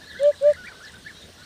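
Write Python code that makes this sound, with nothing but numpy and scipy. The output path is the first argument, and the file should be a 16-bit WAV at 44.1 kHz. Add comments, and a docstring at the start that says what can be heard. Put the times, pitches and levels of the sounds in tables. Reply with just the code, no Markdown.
"""Hoopoe in open country

A hoopoe gives two soft, almost pure hoots; one effort governs both amplitude and frequency, so each
swells, lifts in pitch and closes quickly. Farther off, frequency-modulated tones make a flock's arched
whistles and held notes and the higher chirps of small birds, all scattered by trees and ground.
Noise bursts make tiny dry ticks and one soft rustle, over a steady broadband hush and low rumble."""
import sys
import numpy as np
from scipy import signal
from scipy.fft import rfft, irfft, next_fast_len
from scipy.io import wavfile
from scipy.ndimage import uniform_filter1d, map_coordinates

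SR = 44100
rng = np.random.default_rng(int(sys.argv[2]) if len(sys.argv) > 2 else 0)


def transcribe(signal):
    """Save signal, clipped to [-1, 1], as a 16-bit WAV file at the path in sys.argv[1]."""
    frames = np.atleast_2d(signal).T
    limited = np.clip(frames, -1, 1)
    pcm = np.round(limited * 32767).astype(np.int16)
    wavfile.write(sys.argv[1], SR, pcm)


N = 63945

# Hoots: (start [s], swell [s], release [s], pitch at full effort [Hz], peak level [dB], pitch lag [s])
HOOTS = [(0.191, 0.088, 0.036, 587.7, -10, 0.00089), (0.4082, 0.072, 0.046, 592.4, -9, 0.00079)]
# Envelope of the hoot's harmonics: (frequency [Hz], level re fundamental [dB])
HOOT_OVERTONES = [(1178, -37), (1770, -45.5), (2360, -43.5), (4100, -44.5), (5100, -57), (7100, -51.5),
                  (8500, -56)]
# Arched calls: (apex [s], rise [s], fall [s], pitch [Hz], end droop [fraction], flick [Hz], level [dB])
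ARCHED_WHISTLES = [ (0.03, 0.0225, .02, 1830, .2, 0, -48), (.089, .022, 0.029, 1740, 0.05, 268, -48),
                   (.123, .018, 0.052, 1782, .15, 269, -45), (.137, .008, 0.015, 1807, 0.4, 132, -47.5),
                   (0.198, .046, .024, 2107, 0.32, -17, -43.5), (0.244, .014, 0.019, 1803, .2, -4, -43.5),
                   (0.329, .021, 0.022, 1795, .17, 261, -46), (0.473, .04, 0.024, 1727, .17, 264, -46),
                   (.506, .02, 0.011, 1775, 0.01, 297, -43.5), (0.515, .0062, 0.034, 1700, 0.1, 225, -47),
                   (.545, .014, .016, 2082, 0.32, -15.5, -41.5), (.674, .04, 0.026, 1958, 0.27, 439, -41.5),
                   (.685, .008, 0.006, 2377, 0.14, -20, -44), (0.818, .017, 0.0069, 1450, 0.28, 27, -47),
                   (.852, .023, .017, 1763, .16, 15, -44), (.872, .015, 0.009, 1760, 0.25, 22, -44),
                   (.885, .016, 0.023, 2066, 0.29, -7, -46), (0.957, .024, 0.016, 1561, 0.1, 8, -47.5),
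                   (1.072, .013, 0.0058, 1780, .06, -10, -37), (1.087, .0411, 0.03, 1853, 0.22, 383, -42.5),
                   ]
# Held calls: (start [s], length [s], first pitch [Hz], last pitch [Hz], opening scoop [Hz],
# closing drop [Hz], mid-note level [dB], swell [dB])
HELD_NOTES = [ (0.147, 0.059, 1464, 1625, -0.5, 101.5, -46.5, 4),
              (.561, 0.097, 1523, 1417, 521, -7.5, -46, 4), (0.676, .054, 1627, 1502, 345, 477, -45, -1.5),
              (0.747, 0.084, 1507, 1550, -2, 98, -53.5, -1), (1.371, 0.061, 1399, 1499, 5, 5, -55.5, 9), ]
# Chirps: (start [s], length [s], first pitch [Hz], last pitch [Hz], roughness [fraction], level [dB])
CHIRPS = [ (0.03, 0.068, 3530, 4600, 0.03, -51.5), (0.084, 0.053, 4430, 3280, 0.05, -46),
          (0.142, 0.13, 4256, 4014, 0.084, -51.5), (0.186, 0.016, 3600, 3150, 0.0061, -43),
          (0.21, 0.055, 3127, 3850, 0.066, -49), (0.246, 0.027, 3190, 3097, 0.057, -45),
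          (0.335, 0.135, 3800, 4080, 0.06, -54.5), (0.68, 0.023, 4560, 4760, 0.019, -49),
          (0.825, 0.024, 5990, 5680, 0.049, -51), (0.846, 0.016, 4500, 5680, 0.038, -46),
          (0.858, 0.033, 4700, 3650, 0.072, -48), (0.951, .012, 3760, 3590, .025, -52),
          (1.128, 0.072, 3210, 3290, 0.014, -59.5), (1.162, 0.035, 3770, 3835, 0.017, -50),
          (1.218, 0.021, 3780, 3566, 0.075, -48), (1.121, .165, 3950, 3710, .05, -56),
          (1.424, 0.025, 4050, 4490, 0.045, -50), ]
# Distinct ticks: (time [s], level [dB])
TICKS = [(0.1324, -42), (0.2315, -34), (0.233, -37), (0.426, -40.5), (0.5334, -37.5), (0.659, -44),
         (.92, -48), (0.931, -48.5), (0.941, -46), (1.335, -46.5)]
# Noise spectra: (frequency [Hz], relative spectral density [dB])
TICK_SPECTRUM = [(3000, -10), (6200, -10.5), (8200, -1), (9300, -2), (11000, -19), (15000, -28.5)]
RUSTLE_SPECTRUM = [(120, -21), (380, -3.5), (650, -2), (1100, -35.5)]
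HUSH_SPECTRUM = [(26, -14), (58, -2.8), (125, -3), (185, -0.5), (285, -7), (480, -6), (750, -12.5),
                 (1100, -14), (1700, -11.5), (2500, -16), (3700, -9.5), (5000, -14.5), (7200, -20.5),
                 (8700, -20.5), (11000, -32), (15000, -37.5)]
RUMBLE_SPECTRUM = [(36, -38), (66, -16), (81, -2), (104, -18.5), (155, -42)]
# Decay of sound scattered by trees and ground: (frequency [Hz], reverberation time [s])
FIELD_T60 = [(500, 0.34), (2000, 0.13), (8000, 0.051)]


def hoopoe():
    """Coupled modulation: effort sets level and pitch; the swollen throat leaves only faint harmonics."""
    sag_hz, climb_hz_per_s, throat_smoothing_s = 57.3, 190, 0.002
    t, out = np.arange(N) / SR, np.zeros(N)
    for start, swell, release, top_hz, db, lag in HOOTS:
        age = t - start
        effort = hoot_effort(age, swell, release)
        envelope = np.abs(uniform_filter1d(effort, size=round(throat_smoothing_s * SR)))
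        slack = 1 - hoot_effort(age - lag, swell, release)  # the pitch trails the effort
        phase = phase_of(top_hz + climb_hz_per_s * (age - swell) - sag_hz * slack ** 2.1)
        overtones = sum(amp(along(HOOT_OVERTONES, k * top_hz)) * np.sin(k * phase) for k in range(2, 15))
        out += amp(db) * envelope * (np.sin(phase) + overtones)
    return out


def hoot_effort(age, swell, release):
    """Driving function: a steadily growing push rounds off at its top, then falls parabolically."""
    up = np.clip(age / swell, 0, 1)
    down = np.clip((age - swell) / release, 0, 1)
    return np.clip((up + up ** 3 * (1 - up)) * (1 - down ** 2), 0, 1)


def flock_whistles():
    """Frequency modulation: pitch follows a parabolic arch, in some calls flicking up at the apex."""
    flick_s = 0.0056
    t, out = np.arange(N) / SR, np.zeros(N)
    for apex, rise, fall, hz, droop, flick_hz, db in ARCHED_WHISTLES:
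        away = np.clip(np.maximum((apex - t) / rise, (t - apex) / fall), 0, 1)
        pitch = hz * (1 - droop * away ** 2) + flick_hz * np.exp(-((t - apex) / flick_s) ** 2)
        envelope = 1 - away ** 5.7  # nearly square
        out += envelope * whistle(pitch, db)
    return out


def flock_held_notes():
    """Exponential glides: a nearly level pitch may open with an upward scoop or close with a drop."""
    glide_s, fade_s = 0.006, 0.0028
    t, out = np.arange(N) / SR, np.zeros(N)
    for start, length, first_hz, last_hz, scoop_hz, drop_hz, db, swell_db in HELD_NOTES:
        age = np.clip(t - start, 0, length)
        left, progress = length - age, age / length
        scoop = scoop_hz * np.exp(-age / glide_s)
        drop = drop_hz * np.exp(-left / glide_s)
        pitch = first_hz + (last_hz - first_hz) * progress - scoop - drop
        envelope = np.minimum(np.minimum(age, left) / fade_s, 1)
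        out += envelope * whistle(pitch, db + swell_db * (progress - 0.5))
    return out


def whistle(pitch, db):
    """Jitter and shimmer: a tone with a weak second harmonic wavers in frequency and amplitude."""
    jitter, shimmer_db, octave_db = 0.008, 1.3, -18.5
    phase = phase_of(pitch * (1 + jitter * wobble(rate=400)))
    amplitude = np.sqrt(2) * amp(db + shimmer_db * wobble(rate=190))
    return amplitude * (np.sin(phase) + amp(octave_db) * np.sin(2 * phase))


def small_birds():
    """Modulation sidebands: fast random pitch changes broaden high glides, from clear to raspy."""
    shimmer_db = 2.5
    t, out = np.arange(N) / SR, np.zeros(N)
    for start, length, first_hz, last_hz, roughness, db in CHIRPS:
        progress = np.clip((t - start) / length, 0, 1)
        glide = first_hz + (last_hz - first_hz) * progress
        pitch = glide * (1 + roughness * wobble(rate=1200))
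        envelope = np.sqrt(2 * np.abs(np.sin(np.pi * progress)))
        out += amp(db + shimmer_db * wobble(rate=220)) * envelope * np.sin(phase_of(pitch))
    return out


def ticks():
    """Broadband transients: short windows gate bright noise into distinct ticks and random faint ones."""
    tick_s, faint_db = 0.0025, -54
    t, envelope = np.arange(N) / SR, np.zeros(N)
    faint = [(start, faint_db) for start in rng.uniform(0, N / SR, size=24)]
    for start, db in TICKS + faint:
        envelope += amp(db) * np.sin(np.pi * np.clip((t - start) / tick_s, 0, 1)) ** 2
    return envelope * noise(TICK_SPECTRUM)


def rustle(peak_s=1.293, width_s=0.02, db=-50):
    """Amplitude modulation: a Gaussian envelope shapes dull noise into one soft swell."""
    t = np.arange(N) / SR
    return amp(db) * np.exp(-((t - peak_s) / width_s) ** 2) * noise(RUSTLE_SPECTRUM)


def scatter(x):
    """Diffuse reverberation: trees and ground return an exponential tail whose treble dies first."""
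    hz, t, spectrogram = signal.stft(rng.standard_normal(SR // 2), SR, nperseg=256)
    decay = amp(-60 * t / along(FIELD_T60, hz)[:, None])
    tail = signal.istft(spectrogram * decay, SR, nperseg=256)[1]
    return signal.fftconvolve(x, tail / np.linalg.norm(tail))[:N]


def open_air(hush_db=-48.5, patch_db=2.2, rumble_db=-58):
    """Ambient noise: a hush fluctuates faintly in time and frequency over a distant rumble."""
    spectrogram = signal.stft(noise(HUSH_SPECTRUM), nperseg=512)[2]
    patches = uniform_filter1d(rng.standard_normal(spectrogram.shape), size=7, axis=0)  # across frequency
    patches = uniform_filter1d(patches, size=12, axis=1)  # across time
    hush = signal.istft(spectrogram * amp(patch_db * unit(patches)), nperseg=512)[1][:N]
    return amp(hush_db) * unit(hush) + amp(rumble_db) * noise(RUMBLE_SPECTRUM)


def amp(db):
    """Decibel law: 20 dB is a factor of ten in amplitude."""
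    return 10 ** (np.asarray(db) / 20)


def unit(x):
    """Normalisation to an rms of 1."""
    return x / np.sqrt(np.mean(x ** 2) + 1e-20)


def along(points, hz):
    """Interpolation of (frequency [Hz], value) points on a logarithmic frequency axis."""
    frequencies, values = np.transpose(points)
    return np.interp(np.log(hz + 1), np.log(frequencies + 1), values)


def wobble(rate):
    """Smooth random modulation: a spline through `rate` knots a second."""
    return map_coordinates(rng.standard_normal(N // 8), [np.arange(N) * rate / SR], mode="wrap")


def filtered(x, response):
    """Linear filtering: the spectrum is multiplied by a frequency response."""
    size = next_fast_len(N + 8192)
    return irfft(rfft(x, size) * response(np.fft.rfftfreq(size, 1 / SR)), size)[:N]


def noise(spectrum):
    """Spectral shaping: white noise becomes coloured noise of rms 1."""
    return unit(filtered(rng.standard_normal(N), lambda hz: amp(along(spectrum, hz))))


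def phase_of(hz):
    """Phase is the time integral of angular frequency."""
    return 2 * np.pi * np.cumsum(hz) / SR


def scene():
    """Superposition: the near hoopoe is almost dry, with one weak echo; far birds reverberate more."""
    echo_s, echo_db = 0.021, -30.5
    near_wet_db, far_wet_db = -51, -10.5
    t = np.arange(N) / SR
    near = hoopoe()
    far = flock_whistles() + flock_held_notes() + small_birds()
    echo = amp(echo_db) * np.interp(t - echo_s, t, near)
    wet = amp(near_wet_db) * scatter(near) + amp(far_wet_db) * scatter(far)
    return (near + far + echo + wet + ticks() + rustle() + open_air())[None]


def record(dry):
    """Band limiting: an ideal low-pass filter removes the highest treble."""
    cutoff_hz = 15500
    return np.array([filtered(channel, lambda hz: hz < cutoff_hz) for channel in dry])


dry = scene()
out = record(dry)
transcribe(out)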